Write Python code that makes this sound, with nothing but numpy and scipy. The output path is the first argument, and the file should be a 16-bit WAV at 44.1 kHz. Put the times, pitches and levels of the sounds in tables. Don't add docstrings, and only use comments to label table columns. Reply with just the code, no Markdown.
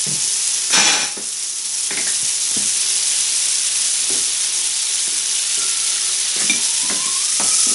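import sys
import numpy as np
from scipy import signal
from scipy.fft import rfft, irfft, next_fast_len
from scipy.io import wavfile
from scipy.ndimage import uniform_filter1d, map_coordinates

SR = 44100
rng = np.random.default_rng(int(sys.argv[2]) if len(sys.argv) > 2 else 0)


def waveform_to_disk(signal):
    frames = np.transpose(np.atleast_2d(signal))
    scaled = np.clip(frames, -1, 1) * 32767
    samples = np.round(scaled).astype(np.int16)
    wavfile.write(sys.argv[1], SR, samples)


N = 341334
TIME_S = np.arange(N) / SR
TOP_HZ = 11080


def amp(db):
    return 10 ** (np.asarray(db) / 20)


def unit_rms(x):
    return x / np.sqrt(np.mean(x ** 2) + 1e-20)


def along(points, hz):
    freqs, values = np.transpose(points)
    return np.interp(np.log(hz + 1), np.log(freqs + 1), values)


def curves(rows):
    times, *columns = np.transpose(rows)
    return [np.interp(TIME_S, times, column) for column in columns]


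def since(start_s):
    return np.maximum(TIME_S - start_s, 0)


def wobble(rate):
    knots = rng.standard_normal(int(N * rate / SR) + 4)
    return map_coordinates(knots, [TIME_S * rate])


def filtered(x, response):
    n = x.shape[-1]
    padded = next_fast_len(n + SR // 4)
    return irfft(rfft(x, padded) * response(np.fft.rfftfreq(padded, 1 / SR)), padded)[..., :n]


def coloured(x, spectrum):
    return unit_rms(filtered(x, lambda f: amp(along(spectrum, f)) * (f < TOP_HZ)))


def resonance(f, hz, width):
    return 1j * f * width / (hz * hz - f * f + 1j * f * width)


def add(track, start_s, sound):
    part = track[round(start_s * SR):][:len(sound)]
    part += sound[:len(part)]


def snaps(rate, spread_db):
    polarity, size = rng.standard_normal((int(rate * N / SR), 2)).T
    impulses = np.sign(polarity) * amp(spread_db * np.minimum(size, 3))
    return unit_rms(np.bincount(rng.integers(0, N, len(size)), impulses, N))


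# freq_hz, t60_s
ROOM_DECAY = [(150, 0.42), (1000, 0.31), (10000, 0.23)]

def kitchen(x):
    out, step = np.zeros((2, N)), SR // 5
    for start in range(0, N, step):
        hz, t, noise = signal.stft(rng.standard_normal((2, SR // 3)), SR, nperseg=256)
        decay = amp(-60 * t / along(ROOM_DECAY, hz)[:, None])
        _, tail = signal.istft(noise * decay, SR, nperseg=256)
        wet = signal.fftconvolve(x[None, start:start + step], tail / np.linalg.norm(tail[0]), axes=1)
        for channel, answer in zip(out, wet):
            add(channel, start / SR + 0.004, answer)
    return out


# freq_hz, gain_db
FAN_SPECTRUM = [(20, -17), (50, -16), (120, -0.5), (250, 0.5), (600, -4.5), (1200, 5), (3000, -31)]
# pitch_hz, width_hz, level_db
FAN_HUM = [(295.5, 19.35, -66.5), (385.4, 9.7, -56), (889, 20.3, -57)]

def fan():
    out = amp(-50.5) * coloured(rng.standard_normal(N), FAN_SPECTRUM)
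    for hz, width, db in FAN_HUM:
        phase = 2 * np.pi * np.cumsum(hz + width / 2 * wobble(30)) / SR
        out += amp(db + 1.05 * wobble(8)) * unit_rms(np.sin(phase))
    return out


# freq_hz, gain_db
RUB_SPECTRUM = [(60, -28), (200, -5), (600, -5), (1200, -7), (2050, 1), (3000, -7), (7000, -24)]

def slide():
    peak_s, rise_db_per_s, fall_db_per_s = 6.418, 285, 320
    t = TIME_S - peak_s
    level_db = -28.5 + np.minimum(rise_db_per_s * t, -fall_db_per_s * t)
    return amp(level_db) * coloured(snaps(rate=3000, spread_db=4.5), RUB_SPECTRUM)


def blow(hz, width_ratio, t60, attack):
    t = np.arange(SR // 2) / SR
    envelope = amp(-60 * t / t60) + attack * amp(-60 * t / 0.017)
    shake = rng.standard_normal(len(t)) * envelope
    body = filtered(shake, lambda f: resonance(f, hz, width_ratio * hz) ** 2)
    return body / np.abs(body).max()


# pitch_hz, level_db
KNOCK_RESONANCES = [(112, -12), (146, 0.5), (200, 6), (243, 2), (298, 2), (345, -4), (390, 5), (480, -8),
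                    (570, 0), (644, 6.5), (816, -15)]

def thud(hz, t60, span_octaves, push_db):
    t = np.arange(SR // 2) / SR
    mode_hz, db = np.transpose(KNOCK_RESONANCES)[:, :, None]
    scatter_db, detune, phase = rng.standard_normal((3, len(mode_hz), 1))
    gains = amp(db + scatter_db) * np.exp(-0.5 * (np.log2(mode_hz / hz) / span_octaves) ** 2)
    modes = gains * np.sin(2 * np.pi * (mode_hz * (1 + 0.01 * detune) * t + phase))
    ring = modes.sum(axis=0) * amp(-60 * t / t60) * (1 - np.exp(-t / 0.00089))
    push = blow(hz, width_ratio=3.06, t60=1.6 * t60, attack=1.0)
    return ring / np.abs(ring).max() + amp(push_db) * push


# start_s, level_db, pitch_hz, settle_db (relative to the first contact)
DULL_KNOCKS = [(0.063, -22.5, 150, -2), (.773, -11.5, 213, -11), (.989, -21, 213, -9),
               (1.168, -15.5, 340, -22), (2.512, -33, 290, -20), (2.566, -20.5, 187, -18),
               (4.1, -20.5, 345, -4.5), (5.076, -32.5, 342, -4), (5.575, -31.5, 332, -5),
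               (6.36, -24, 387, -15), (6.42, -26, 205, -14), (6.496, -19.5, 262, -11),
               (6.831, -30, 291, -18), (7.06, -31, 260, -14), (7.667, -24.5, 284, -1)]
# start_s, level_db, pitch_hz, width_ratio, thud_db (relative to the ring)
HARD_CLACKS = [(.702, -21.5, 1520, .2, -11), (0.777, -8.5, 800, .34, -10), (1.907, -13.5, 2060, 0.29, -12),
               (1.973, -14, 2150, 0.28, -13.5), (2.068, -17.5, 1850, 0.23, -18),
               (6.897, -17.5, 1700, 0.66, -5), (7.398, -16, 810, 0.83, -5)]

def knocks():
    out = np.zeros(N)
    for start_s, db, hz, settle_db in DULL_KNOCKS:
        for delay_s, contact_db in [(0, 0), (0.046, settle_db)]:
            body = thud(hz, t60=0.18, span_octaves=0.37, push_db=-0.5)
            add(out, start_s + delay_s, amp(db + contact_db - 3.5) * body)
    for start_s, db, hz, width_ratio, thud_db in HARD_CLACKS:
        ring = blow(hz, width_ratio, t60=0.24, attack=0.36)
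        click = blow(hz=1560, width_ratio=2.3, t60=0.23, attack=1.9)
        body = thud(hz=292, t60=0.23, span_octaves=0.74, push_db=3.4)
        add(out, start_s, amp(db - 3) * (ring + amp(2) * click + amp(thud_db) * body))
    dead_bump = thud(hz=110, t60=0.019, span_octaves=0.44, push_db=1)
    add(out, 2.229, amp(-34) * dead_bump)
    low_cut_hz = 105
    return filtered(out, lambda f: resonance(f, low_cut_hz, low_cut_hz) * 1j * f / low_cut_hz)


# start_s, level_db, softness_db_per_octave
METAL_TOUCHES = [(6.4964, -11.5, -3.5), (7.02, -24, 17), (7.515, -21, 20)]
# pitch_hz, level_db, t60_s
METAL_MODES = [(2350, -1, 0.11), (2373, 0.5, 0.13), (2410, -18, 0.11), (3650, 4, .11), (3646, -1, 0.13),
               (5884, -4, 0.092)]

def clinks():
    out, t = np.zeros(N), np.arange(SR // 3) / SR
    hz, mode_db, t60 = np.transpose(METAL_MODES)[:, :, None]
    for start_s, db, softness in METAL_TOUCHES:
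        gains = amp(mode_db - softness * np.log2(hz / hz.min()) - 60 * t / t60)
        chatter = np.cumsum(0.0084 * rng.standard_normal(gains.shape) * amp(-60 * t / 0.16), axis=1)
        modes = gains * np.sin(2 * np.pi * (hz * t + rng.random(hz.shape) + chatter))
        onset = 1 - np.exp(-t / 0.0006)
        add(out, start_s, amp(db - 3) * modes.sum(axis=0) * onset)
    return out


# pitch_hz, width_hz, level_db
STEEL_MODES = [(816, 20, -2), (843, 24, -8), (1525, 22, -4), (1736, 30, -7), (2407, 20, 0), (2470, 30, -4),
               (2673, 20, 0), (3014, 25, -4), (3389, 25, -1), (3706, 30, -2), (3900, 30, -3), (4027, 18, 0),
               (4390, 80, -6), (5130, 35, -1), (5529, 25, 2), (5640, 60, 0), (5823, 20, 7), (5955, 50, 0),
               (6180, 50, 0), (6860, 60, -4), (7160, 60, -7), (7730, 60, -6), (8930, 36, -6),
               (10270, 50, -7)]
# freq_hz, gain_db
RASP_SPECTRUM = [(30, -32), (100, -20), (203, -13), (289, -8.5), (743, -11.5), (820, -8), (2280, -4),
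                 (5750, -9.5), (11000, -17.5), (14300, -47), (22000, -120)]

def scrape():
    touch_s, bite_s, pressed_s, ease_s, lift_s = 0.701, 0.729, 0.78, 0.9, 1.044
    pressure_db = np.interp(TIME_S, [bite_s, pressed_s], [-15, -7.5], left=-33)
    level_db = pressure_db - 70 * since(ease_s) - 113 * since(lift_s)
    slips = snaps(rate=12000, spread_db=0) * amp(level_db + 0.55 * wobble(59.36)) * (TIME_S > touch_s)
    ring = filtered(slips, lambda f: sum(amp(db) * resonance(f, hz, bw) for hz, bw, db in STEEL_MODES))
    rasp = coloured(slips, RASP_SPECTRUM)
    return np.std(slips) * (amp(-2) * unit_rms(ring) + amp(-4) * rasp)


# time_s, pitch_hz, level_db
STEAM_SONG = [
    [(5.4, 1428, -55), (5.62, 1392, -43.5), (6.1, 1320, -45)],
    [(6.55, 942, -49), (6.8, 942, -44), (7.08, 1076, -35.5), (7.18, 1080, -42), (7.32, 1278, -46),
     (7.5, 1303, -40), (7.74, 1280, -42)],
]

def steam():
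    out = np.zeros(N)
    for stretch in STEAM_SONG:
        hz, db = curves(stretch)
        singing = (TIME_S > stretch[0][0]) & (TIME_S < stretch[-1][0])
        phase = 2 * np.pi * np.cumsum(hz) / SR
        tone = (0.3 + wobble(125)) * np.sin(phase) + wobble(125) * np.cos(phase)
        out += singing * amp(db + 1.9 * wobble(18)) * unit_rms(tone)
    return out


# start_s, level_db
FAT_SPITS = [(1.2436, -2), (3.842, -8), (3.8864, -8), (4.0427, -3), (4.305, -4), (5.1657, -7),
             (5.3564, -12)]

def spits():
    out, t = np.zeros(N), np.arange(SR // 200) / SR
    for start_s, db in FAT_SPITS:
        hz = 7200 * np.exp(0.19 * rng.standard_normal())
        turns = hz * t
        add(out, start_s, amp(db - 6) * np.sin(2 * np.pi * turns) * np.exp(-turns / 2.4))
    return out


def bubbles(rate, low_hz, high_hz, cycles, spread_db):
    count, age = int(rate * N / SR), np.arange(256)
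    when, pitch = rng.random((count, 2)).T[:, :, None]
    life, size = np.clip(rng.standard_normal((count, 2)), -3, 3).T[:, :, None]
    hz = low_hz + (high_hz - low_hz) * pitch
    turns = hz * age / SR
    decay = np.exp(-turns / (cycles * np.exp(life / 2)))
    pops = amp(spread_db * size) * np.sin(2 * np.pi * turns) * decay
    positions = (when * N).astype(int) + age
    return unit_rms(np.bincount(positions.ravel(), pops.ravel())[:N])


# time_s, fizz_db, foam_db
FRYING_LEVELS = [(0, -20.5, -31.5), (.7, -20, -29.5), (1.5, -21, -33), (3.0, -18.5, -26.5),
                 (5.2, -21, -27.3), (6.25, -19.5, -25.7), (7.3, -20, -27.5), (7.45, -16, -30.5),
                 (7.74, -15.5, -31)]
# freq_hz, gain_db
FIZZ_SPECTRUM = [(900, -26.5), (2500, -13), (4300, -8), (5000, -2.5), (5900, 1.5), (7000, -4), (8300, -5.5),
                 (9800, -1), (11000, -2)]
# freq_hz, gain_db
FOAM_SPECTRUM = [(150, -49.5), (500, -15), (1200, -12.5), (2000, -5.5), (2600, -1.5), (3600, 3.5),
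                 (4300, 1.5), (6000, -3.5), (10000, -13.5)]

def sizzle():
    fizz_db, foam_db = curves(FRYING_LEVELS)
    spurts_db = 0.14 * wobble(5) + 0.51 * wobble(14) + 0.96 * wobble(70)
    fine = snaps(rate=14000, spread_db=4.5)
    fine += amp(-4.5) * bubbles(rate=3000, low_hz=6760, high_hz=11150, cycles=2.07, spread_db=5)
    coarse = snaps(rate=6000, spread_db=4.5)
    coarse += amp(-13) * bubbles(rate=900, low_hz=1365, high_hz=5930, cycles=7.9, spread_db=5.5)
    fizz = amp(fizz_db - 0.22 + spurts_db + 0.28 * wobble(20)) * coloured(fine, FIZZ_SPECTRUM)
    foam = amp(foam_db - 0.87 + 0.54 * wobble(16)) * coloured(coarse, FOAM_SPECTRUM)
    return fizz + foam


def scene():
    pan = sizzle() + spits() + steam()
    around = scrape() + slide() + knocks() + clinks() + fan()
    left, right = pan + around + kitchen(amp(-7.5) * pan + amp(-5) * around)
    mid = (left + right) / 2
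    side = amp(-8) * (left - right) / 2 + 0.013 * pan + 0.074 * around
    return np.array([mid + side, mid - side])


def gain_control(x, threshold_db, release_db_per_s):
    power = np.abs(uniform_filter1d(np.mean(x ** 2, axis=0), size=SR // 50))
    excess_db = np.maximum(10 * np.log10(power + 1e-12) - threshold_db, 0)
    creep_db = release_db_per_s * TIME_S
    return x * amp(creep_db - np.maximum.accumulate(excess_db + creep_db))


def record(dry):
    ducked = gain_control(dry, threshold_db=-11.5, release_db_per_s=6.5)
    rounded = ducked / (1 + np.abs(ducked / 0.85) ** 6) ** (1 / 6)
    return filtered(rounded, lambda f: f < TOP_HZ)


dry = scene()
out = record(dry)
waveform_to_disk(out)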